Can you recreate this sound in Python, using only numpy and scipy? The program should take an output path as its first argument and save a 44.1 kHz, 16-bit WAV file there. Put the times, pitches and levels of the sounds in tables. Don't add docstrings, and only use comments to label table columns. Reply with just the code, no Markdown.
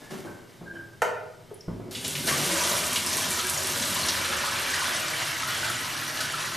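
import sys
import numpy as np
from scipy import signal
from scipy.fft import rfft, irfft
from scipy.io import wavfile
from scipy.ndimage import uniform_filter1d

SR = 44100
rng = np.random.default_rng(int(sys.argv[2]) if len(sys.argv) > 2 else 0)


def output_pcm(signal):
    pcm = np.clip(np.atleast_2d(signal).T, -1, 1) * 32767
    wavfile.write(sys.argv[1], SR, np.round(pcm).astype(np.int16))


N = 289296

BREAK_S = 2.23


def from_db(db):
    return 10 ** (np.asarray(db) / 20)


def rms_one(x):
    return x / np.sqrt(np.mean(x ** 2) + 1e-20)


def steady(x):
    return x / np.sqrt(uniform_filter1d(np.mean(x ** 2, axis=0), SR // 8) + 1e-12)


def envelope(rows):
    s, db = np.transpose(rows)
    return from_db(np.interp(np.arange(N) / SR, s, db, left=-np.inf, right=-np.inf))


def at_hz(points, hz):
    knots_hz, values = np.transpose(points)
    return np.interp(np.log(hz + 1e-9), np.log(knots_hz), values)


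def drift(rate):
    return np.interp(np.arange(N) / SR * rate, np.arange(1000), rng.standard_normal(1000))


def ramp(start_s, takes_s):
    return np.clip((np.arange(N) / SR - start_s) / takes_s, 0, 1)


def swell(start_s, attack_s, t60, hold_s=0):
    age = np.maximum(np.arange(N) / SR - start_s - attack_s - hold_s, 0)
    return ramp(start_s, attack_s) * np.exp(-np.log(1000) * age / t60)


def decay(t60):
    return np.exp(-np.log(1000) * np.arange(SR // 2) / SR / t60)


def free_mode(hz, db, t60):
    return from_db(db) * np.sin(2 * np.pi * hz * np.arange(SR // 2) / SR) * decay(t60)


def colour(x, spectrum):
    size = 4096
    hz = np.arange(size // 2 + 1) * SR / size
    cepstrum = irfft(np.log(from_db(at_hz(spectrum, hz))))
    cepstrum[1:size // 2] *= 2
    cepstrum[size // 2 + 1:] = 0
    return signal.oaconvolve(x, irfft(np.exp(rfft(cepstrum))))[:N]


def band(x, low_hz, high_hz, order=2):
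    return signal.sosfilt(signal.butter(order, [low_hz, high_hz], "band", fs=SR, output="sos"), x)


def resonate(x, hz, width_hz):
    r = np.exp(-np.pi * width_hz / SR)
    feedback = [1, -2 * r * np.cos(2 * np.pi * hz / SR), r * r]
    return signal.lfilter(np.array([1, 0, -1]) * (1 - r * r) / 2, feedback, x)


def add(out, s, sound):
    at = int(np.clip(s * SR, 0, N - 1))
    out[at:at + len(sound)] += sound[:N - at]


def clicks(per_s, spread_db):
    sizes = from_db(spread_db * np.minimum(rng.exponential(1, N), 6))
    return sizes * rng.choice([-1, 1], N) * (rng.random(N) < per_s / SR)


def bursts(rows, t60, spread):
    out = np.zeros(N)
    for s, db, hz in rows:
        cluster = band(rng.standard_normal(SR // 2), hz / (1 + spread), hz * (1 + spread)) * decay(t60)
        add(out, s, from_db(db) * cluster / np.abs(cluster).max())
    return out


def kitchen(x, wet_db):
    decay_times = [(100, 0.71), (500, 0.87), (1400, 0.67), (4000, 0.49), (12000, 0.27)]
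    side_spectrum = [(60, -14.5), (250, -6), (1100, -5), (2000, -7.5), (3000, -22), (5500, -100),
                     (10500, -39), (13000, -4.5)]
    size, edges = SR // 2, np.geomspace(40, 16000, 14)
    hz = np.arange(size // 2 + 1) * SR / size
    white = rfft(rng.standard_normal((2, size)))
    tail = sum(irfft(white * (hz >= lo) * (hz < hi), size) * decay(at_hz(decay_times, np.sqrt(lo * hi)))
               for lo, hi in zip(edges, edges[1:]))
    tail[:, :SR // 300] = 0
    tail = from_db(wet_db) * tail / np.sqrt(np.sum(tail ** 2) / 2)
    mid = x + signal.oaconvolve(x, tail[0])[:N]
    side = signal.oaconvolve(x, colour(tail[1], side_spectrum))[:N]
    return np.array([mid + side, mid - side])


def scattered(x, wet_db, spots=6):
    spot = np.repeat(rng.integers(0, spots, N // 400 + 1), 400)[:N]
    return sum(kitchen(x * uniform_filter1d(1.0 * (spot == k), 150), wet_db) for k in range(spots))


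def room_air():
    spectrum = [(30, 4), (66, -29), (84, 0), (106, 6.5), (160, -3.5), (450, -11.5), (1000, -18),
                (3000, -19), (14000, -27.5)]
    return from_db(-51.5) * rms_one(kitchen(colour(rng.standard_normal(N), spectrum), wet_db=4))


def tank_drag():
    shoves = [(-0.06, -42, -45.5), (0.104, -38.5, -43.5), (0.245, -41.5, -65), (0.49, -55, -56.5),
              (0.735, -48.5, -62)]
    rumble_spectrum = [(80, -27), (170, 0), (280, -4.5), (380, -5.5), (520, -7), (1550, -14), (2400, -25),
                       (4000, -34)]
    hiss_spectrum = [(1200, -4), (2000, 0), (3000, -3), (7000, -6), (14000, -12)]
    slides = np.array([swell(s, attack_s=0.0044, t60=1) for s, _, _ in shoves])
    powers = from_db(np.array(shoves)[:, 1:]) ** 2
    rumble_gain, hiss_gain = np.sqrt(powers.T @ slides ** 2)
    rumble = kitchen(colour(clicks(900, spread_db=-1), rumble_spectrum), wet_db=1.5)
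    hiss = kitchen(colour(clicks(6000, spread_db=3.5), hiss_spectrum), wet_db=-3)
    return rumble_gain * rms_one(rumble) + hiss_gain * rms_one(hiss)


def tank_squeaks():
    slips = [(0.0, 0.068, -52.5, 1710), (0.105, 0.058, -42, 379), (0.24, 0.07, -50.5, 1545),
             (0.656, 0.034, -40, 1599), (0.693, 0.13, -49, 337.4), (0.73, 0.02, -60, 3060),
             (0.739, 0.043, -39.5, 1587)]
    jitter, rasp_width_hz, flutter_db = 0.016, 130, 3.5
    out = np.zeros(N)
    for s, hold_s, db, hz in slips:
        tone = np.sin(2 * np.pi * np.cumsum(hz * (1 + jitter * drift(260))) / SR)
        rasp = rms_one(band(rng.standard_normal(N), hz - rasp_width_hz / 2, hz + rasp_width_hz / 2))
        gain = from_db(db) * swell(s, attack_s=0.024, t60=0.31, hold_s=hold_s)
        out += gain * (tone + from_db(-12) * rasp)
    return kitchen(out * from_db(flutter_db * drift(220)), wet_db=-11.5)


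def tank_knock(at_s=1.0195):
    modes = [(425.7, -11.5, 0.52), (485.5, -4, 0.31), (626, 2, 0.12), (690, 2.5, 0.056), (900, 0.5, 0.11),
             (1117, -18, 0.41), (1375, -3.5, 0.15), (1500, -11, 0.13), (1800, -6, 0.14), (2080, -12, 0.2),
             (2200, -15.5, 0.2), (2730, -19, 0.2)]
    crack_spectrum = [(120, -16), (220, 0), (320, -2), (420, 5), (620, 6), (900, 2), (1150, -4), (1500, 3),
                      (2200, -1), (2900, -2.5), (3400, -17), (5200, -15), (6700, -13.5), (8000, -20),
                      (14000, -22)]
    crack, ring = np.zeros((2, N))
    chatter = from_db(-8) * rng.standard_normal(SR // 2) * decay(0.047)
    contact = signal.unit_impulse(SR // 2) + chatter
    add(crack, at_s, from_db(-39.5) * rms_one(colour(contact, crack_spectrum)))
    add(ring, at_s, sum((-1) ** k * free_mode(*mode) for k, mode in enumerate(modes)))
    return kitchen(crack, wet_db=-1.5) + from_db(-23) * kitchen(ring, wet_db=-6.5)


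def tank_clinks():
    contacts = [(1.542, -38, 10300), (1.607, -37, 5300)]
    return kitchen(bursts(contacts, t60=0.033, spread=0.062), wet_db=-6)


def thuds():
    blows = [(0.118, -35.5, 0.18, 156, 203), (0.249, -39, 0.18, 150, 400), (0.607, -42, 0.48, 75, 258),
             (1.505, -40, 0.097, 460, 720), (1.682, -31.5, 0.21, 160, 300), (1.798, -37, 0.12, 140, 450)]
    out = np.zeros(N)
    for s, db, t60, low_hz, high_hz in blows:
        shake = band(band(rng.standard_normal(SR // 2), low_hz, high_hz, order=1), 40, 1100)
        add(out, s, from_db(db) * rms_one(shake) * decay(t60))
    return kitchen(out, wet_db=-4.5)


def floor_slap(at_s=1.6805):
    modes = [(49, -41, 0.68), (107.8, -36.5, 1), (168, -26, 0.13), (428, -43, 0.55)]
    out = np.zeros(N)
    add(out, at_s, sum(free_mode(*mode) for mode in modes))
    return out


def drop_snaps():
    drops = [(2.0802, -12.5), (2.67, -21), (2.932, -11), (2.961, -11), (2.98, -16), (3.064, -12),
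             (3.17, -10.5), (3.307, -12), (3.469, -13), (3.498, -9), (3.672, -14), (5.7, -17), (6.211, -15)]
    out, snap = np.zeros(N), band(signal.unit_impulse(SR // 100), 7000, 12000)
    for s, db in drops:
        add(out, s, from_db(db) * snap / np.abs(snap).max())
    return kitchen(out, wet_db=1)


def splashes():
    lumps = [(1.9496, -29, 3140), (2.0474, -27.5, 3460), (2.1521, -25.5, 2560), (2.2848, -28, 1720),
             (2.695, -27, 6160), (2.958, -22, 3150), (3.13, -23.5, 5140), (3.394, -25, 3400),
             (4.085, -21.5, 4870), (6.2049, -27.5, 4500)]
    cluster = from_db(4) * bursts(lumps, t60=0.087, spread=0.26)
    slap = from_db(2.5) * bursts(lumps, t60=0.064, spread=1)
    return kitchen(cluster + slap, wet_db=-2.5)


def plops():
    big_bubbles = [(1.512, -33.5, 399), (2.288, -22, 1824), (2.313, -24.5, 1130), (2.781, -23, 2320),
                   (3.069, -21, 5140), (3.182, -29, 1033), (3.343, -30, 1450), (3.389, -26, 1310),
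                   (3.45, -26.5, 1620), (3.569, -26.5, 621), (3.576, -20.5, 6720), (3.825, -22.5, 3900),
                   (3.955, -25, 3010), (3.961, -26, 1006), (4.031, -21.5, 4240), (4.327, -23, 1354),
                   (4.435, -24.5, 975), (4.476, -22, 1280), (4.737, -24.5, 1856), (4.819, -27, 1054),
                   (4.857, -26, 1510), (5.136, -25, 2250), (5.43, -26, 1284), (5.479, -27.5, 1410),
                   (5.63, -23.5, 1484), (5.7, -24.5, 1304), (6.205, -23, 1505), (6.338, -23.5, 1333)]
    rise, shed_db, shed_within_s, shed_octaves = 0.024, -8.5, 0.012, 0.273
    out, t = np.zeros(N), np.arange(SR // 2) / SR
    for start, main_db, main_hz in big_bubbles:
        shed = [(start + shed_within_s * rng.random(), main_db + shed_db,
                 main_hz * 2 ** (shed_octaves * rng.uniform(-1.04, 1))) for _ in range(3)]
        for s, db, hz in [(start, main_db, main_hz)] + shed:
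            t60 = 0.067 * (1000 / hz) ** 0.44
            tone = np.sin(2 * np.pi * hz * t * (1 + rise * t / t60))
            onset = 1 - np.exp(-hz * t)
            add(out, s, from_db(db) * tone * decay(t60) * onset)
    return kitchen(out, wet_db=-5.5)


def droplets(low_hz, high_hz, per_s, spread_db, clump_db, cycles, sizes=10):
    out = np.zeros(N)
    for hz in np.geomspace(low_hz, high_hz, sizes):
        impacts = clicks(per_s / sizes, spread_db) * from_db(clump_db * np.tanh(drift(60)))
        out += resonate(impacts, hz, 2 * hz / cycles) / np.sqrt(hz)
    return out


def spray():
    spectrum = [(700, -27.5), (1700, -9.5), (2400, -2), (3000, 1), (4200, 3.5), (6000, 0.5), (7200, -17),
                (10000, -58)]
    patter = droplets(1310, 8800, per_s=5400, spread_db=2.5, clump_db=5.5, cycles=5.7)
    return from_db(-0.5) * steady(scattered(colour(patter, spectrum), wet_db=-3))


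def mist(pool):
    spectrum = [(4000, 0), (6200, 0.5), (7500, -2.5), (9700, -1), (12000, -3), (14200, -4)]
    hiss = droplets(6020, 13100, per_s=4500, spread_db=2, clump_db=6.5, cycles=9)
    return from_db(1.5 - 4 * pool) * steady(scattered(colour(hiss, spectrum), wet_db=-2.5))


def bubbles(low_hz, high_hz, cycles, rise, spread_db, clump_db, count):
    when, pitch, strength = rng.random((count, 3)).T
    at = (when * N).astype(int)
    hz = low_hz * (high_hz / low_hz) ** pitch
    gain = from_db(spread_db * np.minimum(-np.log(strength), 3.5) + clump_db * drift(25)[at]) * hz
    age = np.arange(700)
    turns = hz[:, None] * age / SR
    tones = np.sin(2 * np.pi * turns * (1 + rise * turns / cycles))
    rings = gain[:, None] * tones * np.exp(-np.log(1000) * turns / cycles)
    return np.bincount((at[:, None] + age).ravel(), rings.ravel(), N)[:N]


def fizz():
    foam = bubbles(2778, 10960, cycles=300, rise=0.034, spread_db=2.5, clump_db=8.5, count=900)
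    return from_db(-9) * steady(kitchen(band(foam, 3300, 8000, order=1), wet_db=-8))


def gurgle(pool):
    spectrum = [(400, -16.5), (560, -10), (800, -9), (980, -4), (1110, -2.5), (1520, 0.5), (1780, 0.3),
                (2080, -2.5), (3000, -3.5), (4500, -18.5)]
    sheet = 1 - ramp(BREAK_S, 0.071)
    cloud = bubbles(451.4, 3623, cycles=38.4, rise=0.084, spread_db=3.5, clump_db=2.2, count=9000)
    gain = from_db(-1 - 7.5 * sheet + 3 * pool)
    return gain * steady(scattered(colour(cloud, spectrum), wet_db=1.5, spots=3))


def basin(flow):
    modes = [(49.7, 14, -11, 1), (86, 7.8, 5, -1.5), (105.5, 8.3, 1.5, 11), (149, 14, 2, 3.5),
             (178.7, 10.2, 2.5, -0.5), (244.3, 38, 2.5, 0), (328, 24.5, -0.5, 2), (364.6, 19.5, 3, -5),
             (398.8, 10.6, 3, -2.5), (474, 107, -10.5, -3), (556, 35, -1, -8), (628, 85, -3, 1),
             (970, 51, -2, -8), (1162, 55, -5, -7), (1936, 26, -6.5, 14.5)]
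    boom_levels = [(1.9, -57), (2.3, -50.5), (4.2, -46.5), (5.35, -54), (5.65, -44.5), (5.95, -54),
                   (6.56, -52)]
    drum_levels = [(1.7, -41.5), (2.02, -43.5), (2.1, -40.5), (2.27, -35.5), (2.45, -33), (2.65, -38.5),
                   (3.0, -42.5), (3.17, -40), (3.55, -42.5), (3.85, -39.5), (4.26, -42.5), (4.45, -45),
                   (6.56, -45.5)]
    push = clicks(2500, spread_db=3.5)
    tilt_db_per_octave = -5 * (1 - ramp(BREAK_S, 0.29))
    deep = ramp(start_s=4.74, takes_s=0.4)
    responses = []
    for k, (hz, width_hz, db, deep_db) in enumerate(modes):
        wander_db = 4 * drift(11)
        gain = from_db(db + tilt_db_per_octave * np.log2(hz / 250) + deep_db * deep + wander_db)
        responses.append((-1) ** k * gain * resonate(push, hz, width_hz))
    boom, drum, clatter = [steady(kitchen(band(sum(group), 41, 2340), wet_db=-11.5))
                           for group in (responses[:3], responses[3:9], responses[9:])]
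    bare = swell(BREAK_S, attack_s=0.41, t60=2.7)
    clatter_gain = from_db(-8 + 6 * bare) * flow
    return envelope(boom_levels) * boom + envelope(drum_levels) * drum + clatter_gain * clatter


def stream():
    strength = [(1.91, -46), (2.03, -43.5), (2.09, -40), (2.24, -38), (2.29, -33), (2.7, -30.5),
                (2.88, -34), (3.4, -35.5), (4.0, -33), (5.0, -34.5), (5.35, -36), (6.56, -38)]
    glugs = [(1.915, 0.034, 1), (2.04, 0.02, 4.5), (2.268, 0.018, 4.5), (2.983, 0.054, -2.5),
             (3.112, 0.27, 1.5), (3.414, 0.015, -1), (4.616, 0.03, 0), (4.696, 0.27, 1.5),
             (5.197, 0.077, 1.5), (5.476, 0.24, 2), (6.153, 0.063, 1.5), (6.387, 0.071, 2)]
    surge_db = sum(db * swell(s, attack_s=0.0043, t60=0.15, hold_s=hold) for s, hold, db in glugs)
    flow = envelope(strength) * from_db(surge_db)
    pool = ramp(start_s=3.9, takes_s=0.34)
    return basin(flow) + flow * (gurgle(pool) + fizz() + spray() + mist(pool))


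def scene():
    air = room_air()
    tank = tank_clinks() + tank_drag() + tank_squeaks() + tank_knock()
    return air + tank + thuds() + floor_slap() + stream() + splashes() + plops() + drop_snaps()


def record(dry):
    dipped = dry - 0.6 * resonate(dry, hz=2528, width_hz=99)
    cutoff_hz = 14250
    return signal.sosfilt(signal.ellip(12, .1, 80, cutoff_hz, fs=SR, output="sos"), dipped)


dry = scene()
out = record(dry)
output_pcm(out)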